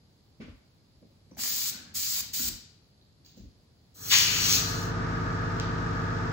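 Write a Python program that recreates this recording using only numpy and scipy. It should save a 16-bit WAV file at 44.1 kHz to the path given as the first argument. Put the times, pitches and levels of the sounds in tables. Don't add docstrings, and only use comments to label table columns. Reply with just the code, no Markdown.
import sys
import numpy as np
from scipy import signal
from scipy.fft import irfft
from scipy.io import wavfile
from scipy.ndimage import uniform_filter1d

SR = 44100
rng = np.random.default_rng(int(sys.argv[2]) if len(sys.argv) > 2 else 0)


def transcribe(signal):
    frames = np.atleast_2d(signal).T
    limited = np.clip(frames, -1, 1)
    pcm = np.round(limited * 32767).astype(np.int16)
    wavfile.write(sys.argv[1], SR, pcm)


def gain_from_decibels(decibels):
    exponent = np.asarray(decibels, float) / 20
    return 10 ** exponent


N = 278712
T, HZ = np.arange(N) / SR, np.fft.rfftfreq(N, 1 / SR)
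BLAST_OUT_S = 4.93

# pitch_hz, likeness (0-1)
SAME = [(60, 0.97), (300, 0.94), (700, 0.15), (1500, 0.046), (4000, 0.087), (5500, 0.2), (7000, 0.48),
        (15000, 0.75)]


def evened(x):
    return x / np.sqrt(np.mean(x ** 2) + 1e-20)


def read(points, hz):
    f, value = np.transpose(points)
    return np.interp(np.log(hz + 1), np.log(f + 1), value)


def bumps(peaks, hz=HZ):
    return sum(gain_from_decibels(db) / np.sqrt(1 + (2 * (hz - f) / width) ** 2) for f, width, db in peaks)


def hiss(gain, same=0.92):
    # pitch_hz, lead_rad
    lead_points = [(0, 0), (1000, -.6), (2600, -2.9), (4700, -3.14), (6900, 0), (15800, 4 * np.pi)]
    a, b, c, d = rng.standard_normal((4, len(HZ)))
    left, own = a + 1j * b, c + 1j * d
    alike = np.clip(same * read(SAME, HZ), 0, 1)
    lead = np.exp(1j * np.interp(HZ, *np.transpose(lead_points)))
    right = alike * lead * left + np.sqrt(1 - alike ** 2) * own
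    return evened(irfft(np.array([left, right]) * gain, N))


def flutter(depth_db, size):
    wobble = uniform_filter1d(uniform_filter1d(rng.standard_normal(N), size), size)
    return gain_from_decibels(depth_db * evened(wobble))


def span(t0, t1, rise, fall):
    return np.clip((T - t0) / rise, 0, 1) * np.clip((t1 - T) / fall, 0, 1)


def ports(table):
    f, left_db, right_db = np.transpose(table)
    gains = gain_from_decibels([read(np.transpose([f, db]), HZ) for db in (left_db, right_db)])
    return gains * bumps([(0, 6800, 0)]) * (HZ < 9700)


def patchy(x, depth_db):
    z = signal.stft(x, SR, nperseg=512)[2]
    patches = uniform_filter1d(rng.standard_normal(z.shape[:0:-1]), size=9, axis=0)
    patches = uniform_filter1d(patches, size=4, axis=1).T
    return signal.istft(z * gain_from_decibels(depth_db * evened(patches)), SR, nperseg=512)[1][:, :N]


def air():
    # pitch_hz, level_db_per_hz
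    air_points = [(45, -8), (90, -1), (140, -4), (250, -9.5), (500, -14.5), (900, -20), (1500, -25.5),
                  (2800, -27), (4400, -21), (6000, -29), (8000, -32.5), (11000, -33), (13500, -39.5),
                  (14700, -33.5)]
    # pitch_hz, width_hz, level_db
    air_lines = [(4140, 8.8, -3), (4880, 42, -5.5), (5130, 29, -11), (6940, 100, -14)]
    # start_s, end_s, level_db
    shifts = [
        (-0.21, .25, -68),
        (1.196, 1.89, -57.5),
        (1.785, 2.706, -57),
        (2.998, 3.7, -67),
    ]
    air_db, still_db, shift_s = -59, -65.5, 0.16
    power = gain_from_decibels(still_db) ** 2
    power = power + sum((gain_from_decibels(db) * span(s0, s1, shift_s, shift_s)) ** 2 for s0, s1, db in shifts)
    gain = gain_from_decibels(read(air_points, HZ))
    rumble = hiss(gain * bumps([(113, 390, 0)]) ** 2) * flutter(0.82, size=1500) * np.sqrt(power)
    whine = hiss(bumps(air_lines + [(4570, 350, -7.5)]) ** 2) * flutter(3.6, size=60)
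    return gain_from_decibels(air_db - 5) * hiss(gain) * flutter(0.23, size=3000) + rumble + gain_from_decibels(air_db - 20.5) * whine


def thuds():
    # start_s, peak_db, boom_db, crack_db, length_s
    blows = [(0.398, -34, -6, -8, 0.081), (0.476, -41.5, -4.5, -13, 0.027), (0.888, -79, 28, -11, 0.057),
             (1.017, -47.5, -17, -31, 0.069), (1.2, -64, -4, -22, 0.048), (1.315, -38, -14, -32, 0.038),
             (1.375, -38.5, -15, 4, 0.032), (1.433, -50.5, -10, 11.5, 0.5), (1.71, -50.5, -19, 5, 0.34),
             (2.095, -54, -20, 10, 0.087), (2.157, -57.5, -18, 13, 0.11), (2.392, -36.5, 3.5, -32, 0.13),
             (2.463, -44, 3, -2, 0.074), (3.367, -41, 5.5, -39, 0.089), (3.435, -50, -15, -38, 0.057)]
    # pitch_hz, width_hz, level_db
    body = [(223, 88, 3.5), (287, 59, -11.5), (457, 57, -15.5), (616, 90, -13)]
    crack_peaks = [(570, 320, -4.5), (1290, 840, -4.5), (2300, 2300, 5.5), (4940, 1800, -4.5)]
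    knock, boom, crack = np.zeros((3, N))
    for s, db, boom_db, crack_db, length_s in blows:
        age = np.maximum(T - s, 0)
        dying = gain_from_decibels(-60 * np.maximum(age - 0.33 * length_s, 0) / (3.9 * length_s))
        shape = gain_from_decibels(db) * np.clip(age / 0.0047, 0, 1) * dying
        knock += shape
        crack += np.sqrt(shape * gain_from_decibels(db)) * np.clip(age / 0.018, 0, 1) * gain_from_decibels(crack_db - 45 * age / 0.95)
        boom += gain_from_decibels(db + boom_db) * ((age / 0.045) * np.exp(1 - age / 0.053)) ** 2
    low = knock * hiss(bumps(body) ** 2) + gain_from_decibels(-5.0) * boom * hiss(bumps([(68.0, 100, 0)]) ** 2)
    return gain_from_decibels(-9.5) * (low + crack * hiss(bumps(crack_peaks) ** 2 * (HZ > 300)))


def handling():
    # start_s, peak_db, ring_hz, ring_t60_s, snap_db
    ticks = [(0.4, -53, 555, 0.078, -22), (0.403, -52.5, 415, .08, -20), (0.479, -57, 473, 0.048, -20),
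             (0.412, -59, 1520, .04, -14), (0.41, -56, 2190, .04, -12), (0.512, -66, 590, .04, -20),
             (1.025, -54, 540, 0.04, -26), (1.026, -60, 368, 0.04, -24), (1.109, -69, 4100, 0.016, -7),
             (1.197, -77, 4000, .01, -8), (1.311, -57.5, 525, 0.11, -9), (1.311, -65, 2240, 0.011, -11),
             (1.313, -63, 5800, 0.065, -14), (1.317, -55, 980, 0.014, -18), (1.349, -59, 6000, 0.02, -20),
             (1.356, -61, 5900, 0.022, -20), (1.370, -51, 2300, 0.011, -4), (1.370, -45, 700, 0.021, -7),
             (1.376, -47, 377, 0.011, -20), (1.436, -32.5, 6200, 0.005, 12), (1.743, -51, 1480, .05, -20),
             (1.772, -65, 1500, 0.073, -20), (1.79, -50, 1590, 0.031, -16), (1.88, -61, 1610, .12, -20),
             (2.393, -47.5, 1430, 0.058, -16), (2.844, -63, 4250, .012, -10), (2.979, -63, 4220, .012, -8),
             (3.014, -57, 3870, 0.0095, -20), (3.026, -59, 4180, 0.012, -20), (3.125, -70, 6800, .008, -2),
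             (3.249, -51, 4370, 0.013, -24), (3.262, -50, 4680, 0.018, -8), (3.295, -55, 3760, .012, -10),
             (3.347, -57, 4300, 0.013, -14), (3.372, -58, 515, 0.051, -30), (3.43, -69, 3000, 0.013, -8),
             (5.599, -46, 5900, 0.0045, -20)]
    # start_s, level_db, rise_s, dying_db_per_s
    slide = [
        (3.244, -58, 0.013, 162),
        (3.29, -72, 0.011, 150),
        (3.36, -58, 0.02, 302),
        (3.422, -73, 0.008, 400),
    ]
    # pitch_hz, level_db_per_hz
    paper = [(1180, -22), (2500, -12), (6680, -8), (7510, -14), (8600, -44), (10700, -23), (13200, -33),
             (15000, -5.5)]
    # pitch_hz, width_hz, level_db
    paper_rings = [(4100, 180, 0), (4800, 200, -3), (6550, 180, 1), (7300, 180, 3)]
    out, t = np.zeros((2, N)), np.arange(6000) / SR
    chance = np.resize(rng.standard_normal((14, 6000)), (len(ticks), 6000))
    for (s, db, hz, t60_s, snap_db), noise in zip(ticks, chance):
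        pair = np.sin(2 * np.pi * hz * t) + .6 * np.sin(2 * np.pi * 1.06 * hz * t)
        ring = pair * np.minimum(t * hz / 2, 1) * gain_from_decibels(-60 * t / t60_s)
        top_hz = min(1.15 * hz + 1400, .45 * SR)
        blow = np.sign(noise) * gain_from_decibels(-60 * t / 0.006)
        snap = signal.lfilter(*signal.butter(3, [top_hz / 6, top_hz], "band", fs=SR), blow)
        tick = gain_from_decibels(db + 3.5) * (ring + gain_from_decibels(snap_db) * snap / abs(snap).max())
        for side, late in enumerate((5, 0)):
            out[side, round(s * SR) + late:][:6000] += tick
    slips = sum(span(s, 9, rise, 1) * gain_from_decibels(db - dying * np.maximum(T - s - rise, 0))
                for s, db, rise, dying in slide)
    drag = hiss(gain_from_decibels(read(paper, HZ)) * (1 + bumps(paper_rings))) * flutter(1.6, size=70)
    return out + drag * slips + snap_of_plastic()


def test_puffs():
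    # start_s, end_s, level_db, opening_s
    puffs = [
        (1.36, 1.712, -42, 0.048),
        (1.936, 2.22, -42, 0.019),
        (2.327, 2.499, -42, 0.01),
    ]
    # pitch_hz, level_db_per_hz
    jet = [(400, -21), (700, -22.5), (1200, -17), (2000, -11), (3000, -8), (4200, -1.5), (5300, -2),
           (7000, -1.5), (8500, -2.5), (10200, -8.5), (12000, -7.5), (13500, -1.5), (14700, 5.5),
           (15600, 1.5)]
    # pitch_hz, width_hz, level_db
    jet_rings = [(4810, 180, -1.5), (5980, 37, -15), (7040, 260, -0.5)]
    # pitch_hz, left_minus_right_db
    jet_balance = [(700, 2), (3000, 2.5), (5300, 5), (7500, -1), (15000, .1)]
    swell_db_per_s, shut_s = 3.5, 0.011
    flow = sum(span(s0, s1, opening, shut_s) ** 2 * gain_from_decibels(db + swell_db_per_s * np.clip(T - s1, -1, 0))
               for s0, s1, db, opening in puffs)
    free = gain_from_decibels(np.outer([.5, -.5], read(jet_balance, HZ)) + read(jet, HZ)) * (1 + bumps(jet_rings))
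    return patchy(gain_from_decibels(14.5) * hiss(free, same=1.2) * flow * flutter(0.5, size=90), depth_db=1.2)


def blast_at_part():
    # start_s, level_db, squareness (0-1)
    blast = [
        (3.956, -63, 0.4),
        (4.086, -43, 1),
        (4.131, -34.5, 0.96),
        (4.196, -36.5, 0.58),
        (4.29, -45, 0.89),
        (4.39, -44, 0.73),
        (4.548, -35, 0.16),
        (4.649, -50.5, 0.3),
        (4.882, -61, 0.44),
    ]
    # pitch_hz, left_db, right_db
    strike = [(640, -27, -27.5), (1230, -10.5, -14.5), (1970, -4, -6), (2610, 0, -4.5), (3600, -5, -10),
              (4050, -5, -17), (4300, 0.5, -22), (4850, -1.5, -4), (5300, 0.5, -3), (5600, -14, -20),
              (6200, -17, -18), (7170, 3, -3.5), (7600, -21, -13), (8950, -34, -44)]
    # pitch_hz, width_hz, level_db
    strike_rings = [(2950, 40, 2.5), (3500, 190, 6), (4100, 90, 2), (4560, 100, 6), (5780, 90, 3),
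                    (6400, 80, 0), (6600, 150, 0.5), (7070, 110, 1.5)]
    # pitch_hz, left_db, right_db
    past_edge = [(700, -30, -43), (1300, -16, -48), (1920, -9, -25), (2690, -16, -7), (3380, 2, -15),
                 (3600, -5, -4), (4300, 4, -8), (5000, 1.5, -1), (5570, 5, 0), (5900, 8.5, 6.5),
                 (6200, 7, 5.5), (6730, 3.5, 6), (7600, -2.5, -9), (8600, -1, 1.5)]
    # pitch_hz, width_hz, level_db
    edge_rings = [(4070, 130, 6.5), (4540, 140, 0), (5000, 60, 0), (5720, 80, 1), (5900, 78, 1),
                  (6730, 100, 4), (7200, 80, 1), (7580, 100, 3)]
    # pitch_hz, level_db_per_hz
    blast_hiss = [(7000, -30), (7800, 1), (9000, -12), (10300, -12), (12000, -4.5), (13500, -0.5),
                  (15600, 3.5)]
    in_s, lands_s, landing_s = 3.94, 4.094, 0.023
    face_db, square_db, face_missed_db = 1.5, 16, -19.5
    edge_db, edge_missed_db = 10, -7.5
    s, db, square = np.transpose(blast)
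    nozzle = span(in_s, BLAST_OUT_S, 0.014, 0.095) * gain_from_decibels(np.interp(T, s, db))
    missed = 1 - span(lands_s, 9, landing_s, 1)
    face = nozzle * gain_from_decibels(face_db + square_db * np.interp(T, s, square) + face_missed_db * missed)
    edge = nozzle * gain_from_decibels(edge_db + edge_missed_db * missed)
    roar = hiss(ports(strike) * (1 + bumps(strike_rings)), same=5.9) * face
    whistle = gain_from_decibels(2.0) * hiss(ports(past_edge) * (1 + bumps(edge_rings)), same=3.5) * edge
    treble = gain_from_decibels(11.5) * hiss(gain_from_decibels(read(blast_hiss, HZ)) * (HZ > 6000)) * nozzle
    return patchy(roar + whistle, depth_db=1.2) * flutter(0.66, size=40) + treble


def compressor():
    # hum_multiple, shaft_multiple, rms_db,
    # left_minus_right_db
    tones = [(0, 2, -42, 0), (1, -2, -51, 0), (0, 3, -49, 0), (1, -1, -54, 2), (0, 4, -48, 1),
             (1, 0, -37, -1), (0, 5, -40, -2), (1, 1, -47, -4), (2, -3, -52, -3), (0, 6, -48, 0),
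             (1, 2, -45, 0), (1, 3, -39, 2), (-1, 12, -57, -1), (0, 8, -51, 2), (0, 9, -55, 0),
             (1, 5, -57, 0), (2, 1, -56, 3), (0, 10, -51, 6), (1, 6, -53, -2), (0, 11, -49, -1),
             (2, 3, -52, 0), (0, 12, -48, 5), (0, 13, -55, -1), (0, 14, -53, 0), (0, 15, -55, 3),
             (2, 7, -54, 4), (0, 16, -56, 11), (0, 19, -48, -8), (1, 15, -57, -6), (0, 20, -51, 13),
             (0, 21, -61, 15), (0, 22, -65, 11), (2, 14, -60, 6), (0, 28, -55, 8), (0, 29, -60, 0),
                  (1, 25, -61, -3), (0, 30, -64, 12), (0, 32, -61, 9), (1, 33, -61, 15), (1, 34, -62, 2),
                  (2, 30, -62, -4), (0, 40, -58, 14), (1, 37, -61, -2), (1, 38, -57, 12), (1, 46, -54, 0),
                  (-1, 56, -51, -2), (1, 48, -51, -9), (-1, 57, -50, -1), (1, 49, -53, 15),
                  (-1, 58, -55, -6), (1, 50, -53, 9), (-1, 59, -55, -11), (1, 51, -55, 7),
                  (-1, 60, -54, -3), (1, 52, -56, -3), (2, 49, -54, 10), (1, 60, -51, 2), (2, 56, -50, 0),
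                  (2, 57, -54, 0), (2, 64, -54, 1), (2, 39, -61, 10), (2, 40, -55, 12), (1, 29, -62, 8)]
    families_db = [-16.5, 1, 8, -1.5, -5, -0.5, 6.5, -4, -11]
    # pitch_hz, level_db_per_hz
    casing = [(45, -2), (130, -2), (280, -5), (450, -16.5), (580, -23.5), (900, -15), (1070, -25),
              (1180, -3), (1390, -11), (1480, 2), (1570, -11), (1680, -6), (2050, -30), (3000, -45)]
    # pitch_hz, width_hz, level_db
    casing_rings = [(686, 50, 1.5), (930, 67, -28), (1380, 94, -13)]
    # pitch_hz, level_db_per_hz
    intake = [(60, -43), (200, -15.5), (500, -18), (1300, -18), (2100, -18.5), (3000, -25), (5500, -25.5),
              (8500, -40.5), (11000, -54), (13500, -47.5), (15400, -46)]
    shaft_hz, mains_hum_hz = 23.174, 99.93
    left_leads_s = 0.00042
    fade_from_s, fade_to_s, fade_bend, running_db = 3.947, 5, 0.9, -0.03

    hum, shaft = np.meshgrid(np.arange(-2, 7), np.arange(-30, 160))
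    hz = np.clip(hum * mains_hum_hz + shaft * shaft_hz, 0, None)
    db = -52 + read(casing, hz) + families_db
    lines = rng.standard_normal((2,) + hz.shape) + 1j * rng.standard_normal((2,) + hz.shape)
    lines = lines * gain_from_decibels(db) * (hz > 40)
    lines *= 0.94 + bumps(casing_rings, hz)
    lines /= np.sqrt(1 + (abs(lines) / gain_from_decibels(-56.5)) ** 2)
    alike = np.clip(read(SAME, hz), 0, 1)
    lines[1] = alike * lines[0] + np.sqrt(1 - alike ** 2) * lines[1]
    spectrum = np.zeros((2, len(HZ)), complex)
    spectrum[:, np.round(hz * N / SR).astype(int)] = lines

    for m, k, tone_db, pan_db in tones:
        f = m * mains_hum_hz + k * shaft_hz
        stray = rng.uniform(-np.pi, np.pi) * np.array([0, 1 - read(SAME, f)]) ** 2
        delay = np.array([0, 2 * np.pi * f * left_leads_s])
        phase = stray - delay + rng.uniform(0, 2 * np.pi)
        level = np.sqrt(2) * gain_from_decibels(tone_db + pan_db * np.array([.5, -.5]))
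        spectrum[:, round(f * N / SR)] = level * np.exp(1j * phase)

    valves = 1 + 0.097 * np.cos(4 * np.pi * shaft_hz * T)
    breathy = gain_from_decibels(-45.0) * hiss(gain_from_decibels(read(intake, HZ))) * valves
    fade = span(fade_from_s, 9, fade_to_s - fade_from_s, 1) ** fade_bend
    return (irfft(spectrum, N) * N / 2 + breathy) * gain_from_decibels(running_db) * fade


def hollow():
    # pitch_hz, width_hz, level_db
    linger = [(4180, 130, 1), (5100, 130, 0), (3730, 200, -18)]
    from_s, level_db, dying_db_per_s, rise_s = 4.54, -42.5, 44, 0.12
    level = gain_from_decibels(level_db - dying_db_per_s * np.clip(T - from_s - rise_s, 0, 1))
    level = level * span(from_s, BLAST_OUT_S, rise_s, 0.092)
    return hiss(bumps(linger) ** 2, same=0.3) * flutter(1.5, size=400) * level


def snap_of_plastic():
    # pitch_hz, level_db_per_hz
    click_points = [(1200, -20), (2200, -1), (3800, 1), (6000, 1), (7500, -5), (8800, -24), (12300, -25),
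                    (15200, -19)]
    click_s, click_db = 5.5995, -18.5
    late_s = click_s + np.array([[5 / SR], [0]])
    pulse = irfft(1j * gain_from_decibels(read(click_points, HZ)) * np.exp(-2j * np.pi * HZ * late_s), N)
    return gain_from_decibels(click_db) * pulse / abs(pulse).max()


def room(x):
    # pitch_hz, t60_s
    decay = [(200, 0.23), (1000, 0.65), (3000, 0.65), (4500, 0.64), (7000, 0.46), (15000, 0.29)]
    taps = rng.choice([-1., 1.], (2, SR)) * (rng.random((2, SR)) < .05)
    taps[:, :200] = 0
    hz, t, z = signal.stft(taps, SR, nperseg=256)
    dying = gain_from_decibels(-60 * t / np.maximum(read(decay, hz), .05)[:, None])
    tail = signal.istft(z * dying, SR, nperseg=256)[1]
    return signal.fftconvolve(x, tail / np.linalg.norm(tail[0]), axes=1)[:, :N]


def scene():
    jet, hands, far = test_puffs() + blast_at_part(), handling(), thuds()
    dull = signal.lfilter(*signal.butter(2, 5500, fs=SR), hands)
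    tail = room(gain_from_decibels(-6) * jet + gain_from_decibels(0.0) * dull + gain_from_decibels(-11.0) * far)
    return jet + hands + far + tail + compressor() + air() + hollow()


def blocks(hz, t, bins, frames):
    dice = rng.random((len(hz) // bins + 1, len(t) // frames + 1))
    return dice.repeat(bins, axis=0).repeat(frames, axis=1)[:len(hz), :len(t)]


def thinned_treble(x):
    # from_hz, to_hz
    no_mid = [(8500, 9650), (13350, 13750)]
    # from_hz, to_hz
    no_side = [(7250, 7200), (10600, 11800), (15500, 17000)]
    # from_hz, to_hz, share (0-1)
    specks = [(2300, 3600, .09), (9900, 10800, .3), (13700, 14300, .3)]
    edge_hz = 15780
    hz, t, z = signal.stft(np.array([x[0] + x[1], x[0] - x[1]]) / 2, SR, nperseg=1024)
    whole = z.copy()

    def mid_level(lo, hi):
        return abs(z[0, (hz > lo) & (hz < hi)]).mean(0)

    treble = mid_level(9000, np.inf)
    click = treble > 2.5 * np.maximum(np.roll(treble, 2), np.roll(treble, -2))
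    airy = 1.4 * mid_level(14300, edge_hz) > mid_level(2000, 3500)

    for part, bands in zip(z, (no_mid, no_side)):
        for lo, hi in bands:
            hop_hz = 170 * abs(np.round(1.6 * rng.standard_normal((2, len(t) // 4 + 1))))
            hop_hz = hop_hz.repeat(4, axis=1)[:, :len(t)]
            part *= (hz[:, None] < lo - hop_hz[0]) | (hz[:, None] > hi + hop_hz[1])

    strong = mid_level(4000, 8000) > mid_level(900, 2000)
    dice, fine = blocks(hz, t, 6, 4), blocks(hz, t, 3, 3)
    for lo, hi, share in specks:
        if lo > 5000:
            holes = strong & (dice < share)
        else:
            holes = airy & strong & (fine < share)
        z[0] *= ~(((hz > lo) & (hz < hi))[:, None] & holes)

    faint = mid_level(14700, edge_hz) < 1.8 * mid_level(10900, 12500)
    faint = uniform_filter1d(1. * faint, size=5) > .5
    kept_from_hz = np.where(dice[0] < .45, edge_hz, 14400 + 900 * dice[-1])
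    z *= ~(faint & (hz[:, None] > 13000) & (hz[:, None] < kept_from_hz))

    floor = gain_from_decibels(-63) * uniform_filter1d(abs(z).max(axis=(0, 1)), size=24)
    smooth = uniform_filter1d(uniform_filter1d(abs(z), size=3, axis=1), size=5, axis=2)
    z *= (smooth > floor) | (hz < 7800)[:, None]
    z *= (hz < edge_hz)[:, None]
    z = np.where(click & (hz < 16400)[:, None], whole, z)
    mid, side = signal.istft(z, SR, nperseg=1024)[1][:, :N]
    return np.array([mid + side, mid - side])


def low_pass(x):
    return signal.sosfilt(signal.butter(12, 17080, fs=SR, output="sos"), x)


def record(dry):
    low_cut = signal.butter(6, 39, "high", fs=SR, output="sos")
    return low_pass(signal.sosfilt(low_cut, thinned_treble(dry)))


dry = scene()
out = record(dry)
transcribe(out)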